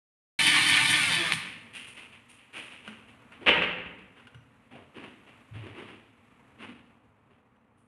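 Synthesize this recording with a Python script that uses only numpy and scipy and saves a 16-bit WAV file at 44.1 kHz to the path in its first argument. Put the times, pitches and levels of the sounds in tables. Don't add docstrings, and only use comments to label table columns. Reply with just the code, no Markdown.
import sys
import numpy as np
from scipy import signal
from scipy.fft import rfft, irfft
from scipy.io import wavfile

SR = 44100
rng = np.random.default_rng(int(sys.argv[2]) if len(sys.argv) > 2 else 0)


def file_out(sig):
    cols = np.atleast_2d(sig).T
    lim = np.clip(cols, -1, 1)
    pcm = np.round(lim * 32767).astype(np.int16)
    wavfile.write(sys.argv[1], SR, pcm)


N = 347067
TIME = np.arange(N) / SR
BINS = np.fft.rfftfreq(8192, 1 / SR)

# time_s, turns_per_s
SHAFT_SPEED = [(.39, 38.36), (1.0, 37.5), (1.09, 34.5), (1.16, 21.8), (1.33, 19.6)]
# shaft_multiple, level_db
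MOTOR_ORDERS = [(3, -44.5), (4, -51), (8, -51), (16, -58), (20, -53.5), (24, -51), (28, -59), (32, -49),
                (40, -45.5), (48, -40.5), (61, -41.5), (80, -41.5)]
# start_s, level_db
STOP_CLACKS = [(1.3201, -66), (1.3215, -42), (1.335, -48), (1.338, -54.5)]
# frequency_hz, relative_db
FRAME_SPECTRUM = [(30, -38.5), (60, -39), (110, -11), (170, -12), (235, -21.5), (305, -10.5), (410, -24.5),
                  (660, -24), (880, -10.5), (1310, -12), (1770, -6), (2350, -0.5), (3500, -6.5),
                  (5740, -24), (7000, -27), (9100, -44), (15000, -100)]
PEEL_SPECTRUM = [(2940, -36), (5000, -6), (7140, -10.5), (7890, -7.5), (8950, 2.5), (9410, 1.5),
                 (12000, -15), (12400, -23.5), (12500, -38), (16200, -67.5), (22000, -120)]
CLATTER_SPECTRUM = [(25, -43), (60, -14.5), (100, -13.5), (180, -13), (320, -11), (490, -5), (700, -14),
                    (1500, -9), (2700, -2.5), (3200, -8.5), (4000, -25), (5200, -40), (7500, -48.5),
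                    (9400, -42), (12000, -74.5)]
RUB_SPECTRUM = [(47, -35.5), (90, -7.5), (150, -10.5), (240, -1.5), (470, -5.5), (700, -9), (1000, -6),
                (1500, -8), (2800, -4), (3250, -10.5), (4100, -24), (5600, -35), (7800, -38), (9400, -26.5),
                (11900, -49)]
SHOP_SPECTRUM = [(24, -55), (40, -19), (112, -3), (169, -12), (243, -2.5), (301, -9), (356, -17),
                 (499, -11), (549, -16.5), (1160, -14), (1510, -20), (2560, -20.5), (5010, -45),
                 (9600, -41), (12500, -46.5), (16200, -70.5), (22000, -120)]
# centre_hz, width_hz, lift_db
FRAME_MODES = [(1155, 100, 6.5), (1780, 60, 6), (2230, 23, 3.5), (2353, 70, 6), (2990, 50, 1),
               (3004, 99, 4.5), (3600, 680, 3), (4420, 400, 6)]
MOUNT_MODE = (340, 37, 22)
CLATTER_MODES = [(196, 26, 7.5), (510, 50, 5.5), (880, 93, 5.5), (2012, 50, 0), (2436, 26, -1),
                 (2753, 120, 3.5)]
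TAUT_TAPE_MODE = (2600, 1300, 5)
SHOP_MODES = [(227, 40, 1.5), (1120, 98, 0.5)]
# start_s, level_db, bass_db
BOUNCES = [(3.579, -51, 7), (3.62, -44.5, -3), (3.634, -49.5, -10), (3.785, -64.5, 11), (3.86, -66, 15)]
# start_s, level_db, rise_s, bass_db, fizz_db
TAIL_AND_RASPS = [(1.36, -44, 0.1, -6.5, 10), (1.729, -42, 0.036, -12.5, 15),
                  (1.869, -52, 0.0093, -5, 22.5), (1.965, -45, 0.013, -6.5, 10.5),
                  (2.12, -53.5, 0.0082, -4, 8), (2.286, -58, 0.012, -18, 26), (2.38, -57, 0.014, -13, 5),
                  (2.527, -41.5, 0.047, -4, 11), (2.705, -49.5, .02, -4, 9.5), (2.835, -50, 0.046, 1, 9.5),
                  (3.08, -58.5, 0.0079, -2, 11.5), (7.77, -83.5, .02, -5, 33.5)]
# start_s, level_db, rise_s, bass_db, hollow_hz
SCUFFS = [(3.316, -50.5, .008, -10, 450), (3.397, -51, 0.039, 9.5, 332), (3.981, -54.5, 0.0071, -11, 446),
          (4.151, -55.5, 0.023, -3, 411), (4.709, -53, 0.0095, 9, 720), (4.745, -54, 0.016, 8.5, 650),
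          (4.943, -47, 0.033, 4.5, 330), (5.02, -48, 0.021, 3, 242), (5.262, -53.5, 0.019, 2, 700),
          (5.531, -49, 0.032, -1, 248), (5.6, -50, .07, 5, 363), (5.74, -46.5, 0.059, 3.5, 355),
          (5.86, -50.5, .04, -1, 247), (6.584, -44, 0.039, -0.5, 247), (7.298, -67.5, 0.014, 5.5, 453)]
# start_s, level_db, ping_lift_db
ARM_TICKS = [(2.878, -44, -1), (3.321, -57, -2), (4.198, -58, -7), (4.271, -51, -9), (4.346, -54.5, 6),
             (7.561, -76, 8.5)]
# pitch_hz, relative_db, t60_s
ARM_MODES = [(1430, 0, .075), (1543, 5, 0.038), (2420, -14, .05), (2865, 3.5, 0.039), (5900, -28.5, 0.298),
             (10350, -29, .08)]
# start_s, level_db,
# pitch_hz
BENCH_THUMPS = [(1.324, -31, 158.2), (2.873, -39, 220.4), (3.572, -29, 174.4), (4.342, -41, 115.5),
                (4.733, -45, 138), (4.791, -51, 100), (5.506, -35, 108.6), (5.544, -30, 108),
                (5.594, -34, 99.6), (6.68, -40.5, 239)]
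# time_s, level_db, treble_db
SHOP_LEVELS = [(1.7, -57.5, 4), (2.4, -63, 9.5), (3.2, -57.5, 3), (4.6, -62.5, 3), (5.45, -60.5, 7),
               (6.15, -63.5, 4.5), (6.5, -58.5, 1.5), (7.15, -63.5, -3.5), (7.87, -65, -6.5)]
# frequency_hz, t60_s
ROOM_DECAY = [(100, 1.1), (500, 0.8), (2000, 0.86), (4000, 0.65), (9000, 0.49)]

START_S, STOP_S = .389, 1.345
GEAR_DB, GEAR_SLOW_DB, GEAR_EASE_DB_PER_S = -22, -2, -6.5
PEEL_DB, PEEL_SLOW_DB, PEEL_EASE_DB_PER_S = -35, -8.5, -3.5
GEAR_RATIO, FIRST_TUG_S, TUG_DB, TUG_WIDTH_TURNS = 8.25, 0.4746, 5.5, 0.086
LANDING_S, CORNER_GAP_S = 3.4617, .0057
FIRST_CORNER_DB, CORNER_GROWTH_DB, FIRST_BASS_DB, BASS_STEP_DB = -47, 4, -7, 1.7
SWELL_S, STROKE_T60_S, LINGER_POWER = 0.025, 0.59, .25


def winder(mesh_depth=0.32, periodic_share=0.25, wander=.005, wet_db=-8, jerk_db=-13, uneven_db=.7):
    speed, = follow(SHAFT_SPEED)
    halvings = np.log2(speed.max() / speed)
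    run_s = np.clip(TIME, START_S, STOP_S) - START_S
    running = np.clip((TIME - START_S) / 0.0027, 0, 1) * np.clip((STOP_S - TIME) / 0.019, 0, 1)
    speed = speed * (1 + wander * drift(rate_hz=35))
    turns = np.cumsum(speed) / SR
    head_turns = (turns - np.interp(FIRST_TUG_S, TIME, turns)) / GEAR_RATIO
    tug = np.exp(-((head_turns - np.round(head_turns)) / TUG_WIDTH_TURNS) ** 2)
    gear_db = GEAR_DB + GEAR_SLOW_DB * halvings + GEAR_EASE_DB_PER_S * run_s
    gear_db += uneven_db * drift(rate_hz=50)
    tape_db = PEEL_DB + PEEL_SLOW_DB * halvings + PEEL_EASE_DB_PER_S * run_s + TUG_DB * tug
    flaws = rng.standard_normal(128)
    tooth = (turns * len(flaws)).astype(int)
    meshing = unit_rms(np.diff(tooth, prepend=0) * flaws[tooth % len(flaws)])
    loose = grains(N, per_s=3500, spread_db=2.5)
    chatter = np.sqrt(periodic_share) * meshing + np.sqrt(1 - periodic_share) * loose
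    teeth = spinning_head(chatter, head_turns)
    teeth *= 1 + mesh_depth * np.cos(2 * np.pi * 6 * turns + drift(rate_hz=60))
    knocks = unit_rms(teeth) * amp(gear_db) * running
    crackle = grains(N, per_s=7100, spread_db=-2.5) * amp(tape_db) * running
    for start_s, level_db in STOP_CLACKS:
        add(knocks, start_s, amp(level_db) * burst(decay_s=0.0011))
        add(crackle, start_s, amp(level_db + jerk_db) * burst(decay_s=0.044))
    frame = ring(knocks, body(read(FRAME_SPECTRUM) + peaks(FRAME_MODES)))
    noise = frame + ring(crackle, body(read(PEEL_SPECTRUM)))
    return noise + amp(wet_db) * room(noise, build_s=0.0092) + motor_whine(speed, turns) * running


def motor_whine(speed, turns, cut_hz=100, flutter=0.92, clear_hz=400, creep_db=-5, judder=1.2):
    out = np.zeros(N)
    slowed = (speed.max() - speed) / np.ptp(speed)
    play_rad = 1 + judder * np.sin(np.pi * slowed)
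    for order, level_db in MOTOR_ORDERS:
        hz = order * speed
        gain = amp(level_db + creep_db * slowed + peaks([MOUNT_MODE], hz)) / (1 + (cut_hz / hz) ** 12)
        unsteady = hz / np.hypot(hz, clear_hz)
        jitter = unsteady * play_rad * drift(rate_hz=55)
        phase = 2 * np.pi * (order * turns + rng.random()) + jitter
        out += gain * (1 + unsteady * flutter * drift(rate_hz=45)) * np.sin(phase)
    return np.sqrt(2) * out


def spinning_head(chatter, head_turns, ring_s=0.0086, share=0.49, parts=4):
    ringing = np.zeros(N)
    for part in range(parts):
        response = rng.standard_normal(len(BINS)) * np.exp(-TIME[:len(BINS)] / ring_s)
        facing = np.maximum(np.cos(2 * np.pi * (head_turns + part / parts)), 0)
        ringing += ring(chatter * facing, response / np.linalg.norm(response))
    return np.sqrt(1 - share) * chatter + np.sqrt(share) * ringing


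def clatter(bass_hz=500, wet_db=-1, corners=6):
    out = np.zeros(N)
    landings = [(LANDING_S + k * CORNER_GAP_S,
                 FIRST_CORNER_DB + CORNER_GROWTH_DB * np.log2(k + 1),
                 FIRST_BASS_DB + k * BASS_STEP_DB) for k in range(corners)]
    for start_s, level_db, bass_db in landings + list(BOUNCES):
        response = body(read(CLATTER_SPECTRUM) + peaks(CLATTER_MODES), bass_db * (1 - above(bass_hz)))
        add(out, start_s, amp(level_db) * signal.fftconvolve(burst(decay_s=0.01), response))
    return out + amp(wet_db) * room(out, build_s=0.0034)


def tail_and_scrapes(rasp_bass_hz=1400, scuff_bass_hz=800, fizz_hz=5000, width_hz=130, hollow_db=7):
    out = np.zeros(N)
    for start_s, level_db, rise_s, bass_db, fizz_db in TAIL_AND_RASPS:
        shelf_db = bass_db * (1 - above(rasp_bass_hz)) + fizz_db * above(fizz_hz)
        add(out, start_s, amp(level_db) * stroke(rise_s, shelf_db + peaks([TAUT_TAPE_MODE])))
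    for start_s, level_db, rise_s, bass_db, hollow_hz in SCUFFS:
        shelf_db = bass_db * (1 - above(scuff_bass_hz))
        resonance_db = peaks([(hollow_hz, width_hz, hollow_db)])
        add(out, start_s, amp(level_db) * stroke(rise_s, shelf_db + resonance_db))
    return out


def stroke(rise_s, colour_db):
    t = TIME[:SR]
    t60_s = STROKE_T60_S * (rise_s / SWELL_S) ** LINGER_POWER
    swell = np.minimum(t / rise_s, 1) ** .65
    fade = amp(-60 * np.maximum(t - rise_s, 0) / t60_s)
    impulses = grains(SR, per_s=4900, spread_db=-1.0)
    return ring(swell * fade * impulses, body(read(RUB_SPECTRUM), colour_db))


def arm_ticks(snap_db=-26, wet_db=-10, ping_hz=5000):
    out, t = np.zeros(N), TIME[:SR // 2]
    for start_s, level_db, ping_lift_db in ARM_TICKS:
        tick = np.zeros(len(t))
        for hz, mode_db, t60_s in ARM_MODES:
            envelope = amp(mode_db + ping_lift_db * (hz > ping_hz) - 60 * t / t60_s)
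            tick += envelope * np.sin(2 * np.pi * hz * t)
        snap = ring(burst(decay_s=0.015), body(read(RUB_SPECTRUM), colour_db=12 * above(3500)))
        add(tick, 0, amp(snap_db) * snap)
        add(out, start_s, amp(level_db) * tick)
    return out + amp(wet_db) * room(out, build_s=0.015)


def bench_thumps(rise_s=0.017, t60_s=0.28, wobble_rad=.8, wet_db=-10, cut_hz=70):
    out, t = np.zeros(N), TIME[:SR]
    for start_s, level_db, pitch_hz in BENCH_THUMPS:
        swing = np.sin(2 * np.pi * pitch_hz * t + wobble_rad * drift(rate_hz=110)[:SR])
        envelope = np.minimum(t / rise_s, 1) * amp(level_db - 60 * t / t60_s)
        add(out, start_s, envelope * swing)
    out = signal.sosfilt(signal.butter(2, cut_hz, "high", fs=SR, output="sos"), out)
    return out + amp(wet_db) * room(out, build_s=.02)


def far_machinery(treble_hz=1700, flutter_db=1.1):
    level_db, treble_db = follow(SHOP_LEVELS)
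    noise = rng.standard_normal(N) * amp(level_db + flutter_db * drift(rate_hz=130))
    noise = ring(noise, body(read(SHOP_SPECTRUM) + peaks(SHOP_MODES)))
    treble = signal.sosfiltfilt(signal.butter(2, treble_hz, "high", fs=SR, output="sos"), noise)
    return (noise + (amp(treble_db) - 1) * treble) * (TIME > START_S)


def room(x, build_s):
    reflections = grains(int(1.4 * SR), per_s=5000, spread_db=0)
    hz, t, bands = signal.stft(reflections, SR, nperseg=256)
    decay = amp(-60 * t / read(ROOM_DECAY, hz)[:, None])
    build = 1 - np.exp(-t / build_s)
    _, tail = signal.istft(bands * decay * build, SR, nperseg=256)
    return ring(x, tail / np.linalg.norm(tail))


def burst(decay_s):
    fade = np.exp(-TIME[:8192] / decay_s)
    spectrum = rfft(rng.standard_normal(len(fade)) * fade)
    contact = irfft(spectrum / abs(spectrum)) * np.sqrt(fade)
    return contact * np.sqrt(SR) / np.linalg.norm(contact)


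def grains(size, per_s, spread_db):
    strength = amp(spread_db * np.minimum(rng.exponential(1, size), 4))
    return unit_rms(strength * rng.standard_normal(size) * (rng.random(size) < per_s / SR))


def drift(rate_hz):
    knots = rng.standard_normal(2048)
    return unit_rms(np.interp(TIME * rate_hz, np.arange(len(knots)), knots))


def body(spectrum_db, colour_db=0):
    mean_db = 10 * np.log10(np.mean(amp(spectrum_db) ** 2))
    db = np.maximum(spectrum_db - mean_db + colour_db, -100)
    log_gain = np.log(amp(np.r_[db, db[-2:0:-1]]))
    transfer = np.exp(np.conj(signal.hilbert(log_gain)))
    return np.fft.ifft(transfer).real[:len(BINS)]


def ring(x, response):
    return signal.oaconvolve(x, response)[:len(x)]


def peaks(modes, hz=BINS):
    return sum(db / (1 + (2 * (hz - centre) / width) ** 2) for centre, width, db in modes)


def above(hz):
    return 1 / (1 + (hz / (BINS + 1)) ** 4)


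def read(points, hz=BINS):
    frequency_hz, value = np.transpose(points)
    return np.interp(np.log(hz + 1), np.log(frequency_hz + 1), value)


def follow(rows):
    time_s, *columns = np.transpose(rows)
    return [np.interp(TIME, time_s, column) for column in columns]


def add(mix, start_s, sound):
    part = mix[round(start_s * SR):][:len(sound)]
    part += sound[:len(part)]


def amp(db):
    return 10 ** (np.asarray(db) / 20)


def unit_rms(x):
    return x / np.sqrt(np.mean(x ** 2) + 1e-20)


def scene():
    mono = winder() + tail_and_scrapes() + clatter() + arm_ticks() + bench_thumps() + far_machinery()
    return np.array([mono, mono])


def record(dry, edge_hz=12100):
    low_pass = signal.firwin(511, edge_hz, window=("kaiser", 9), fs=SR)
    return signal.oaconvolve(dry, low_pass[None], "same")


dry = scene()
out = record(dry)
file_out(out)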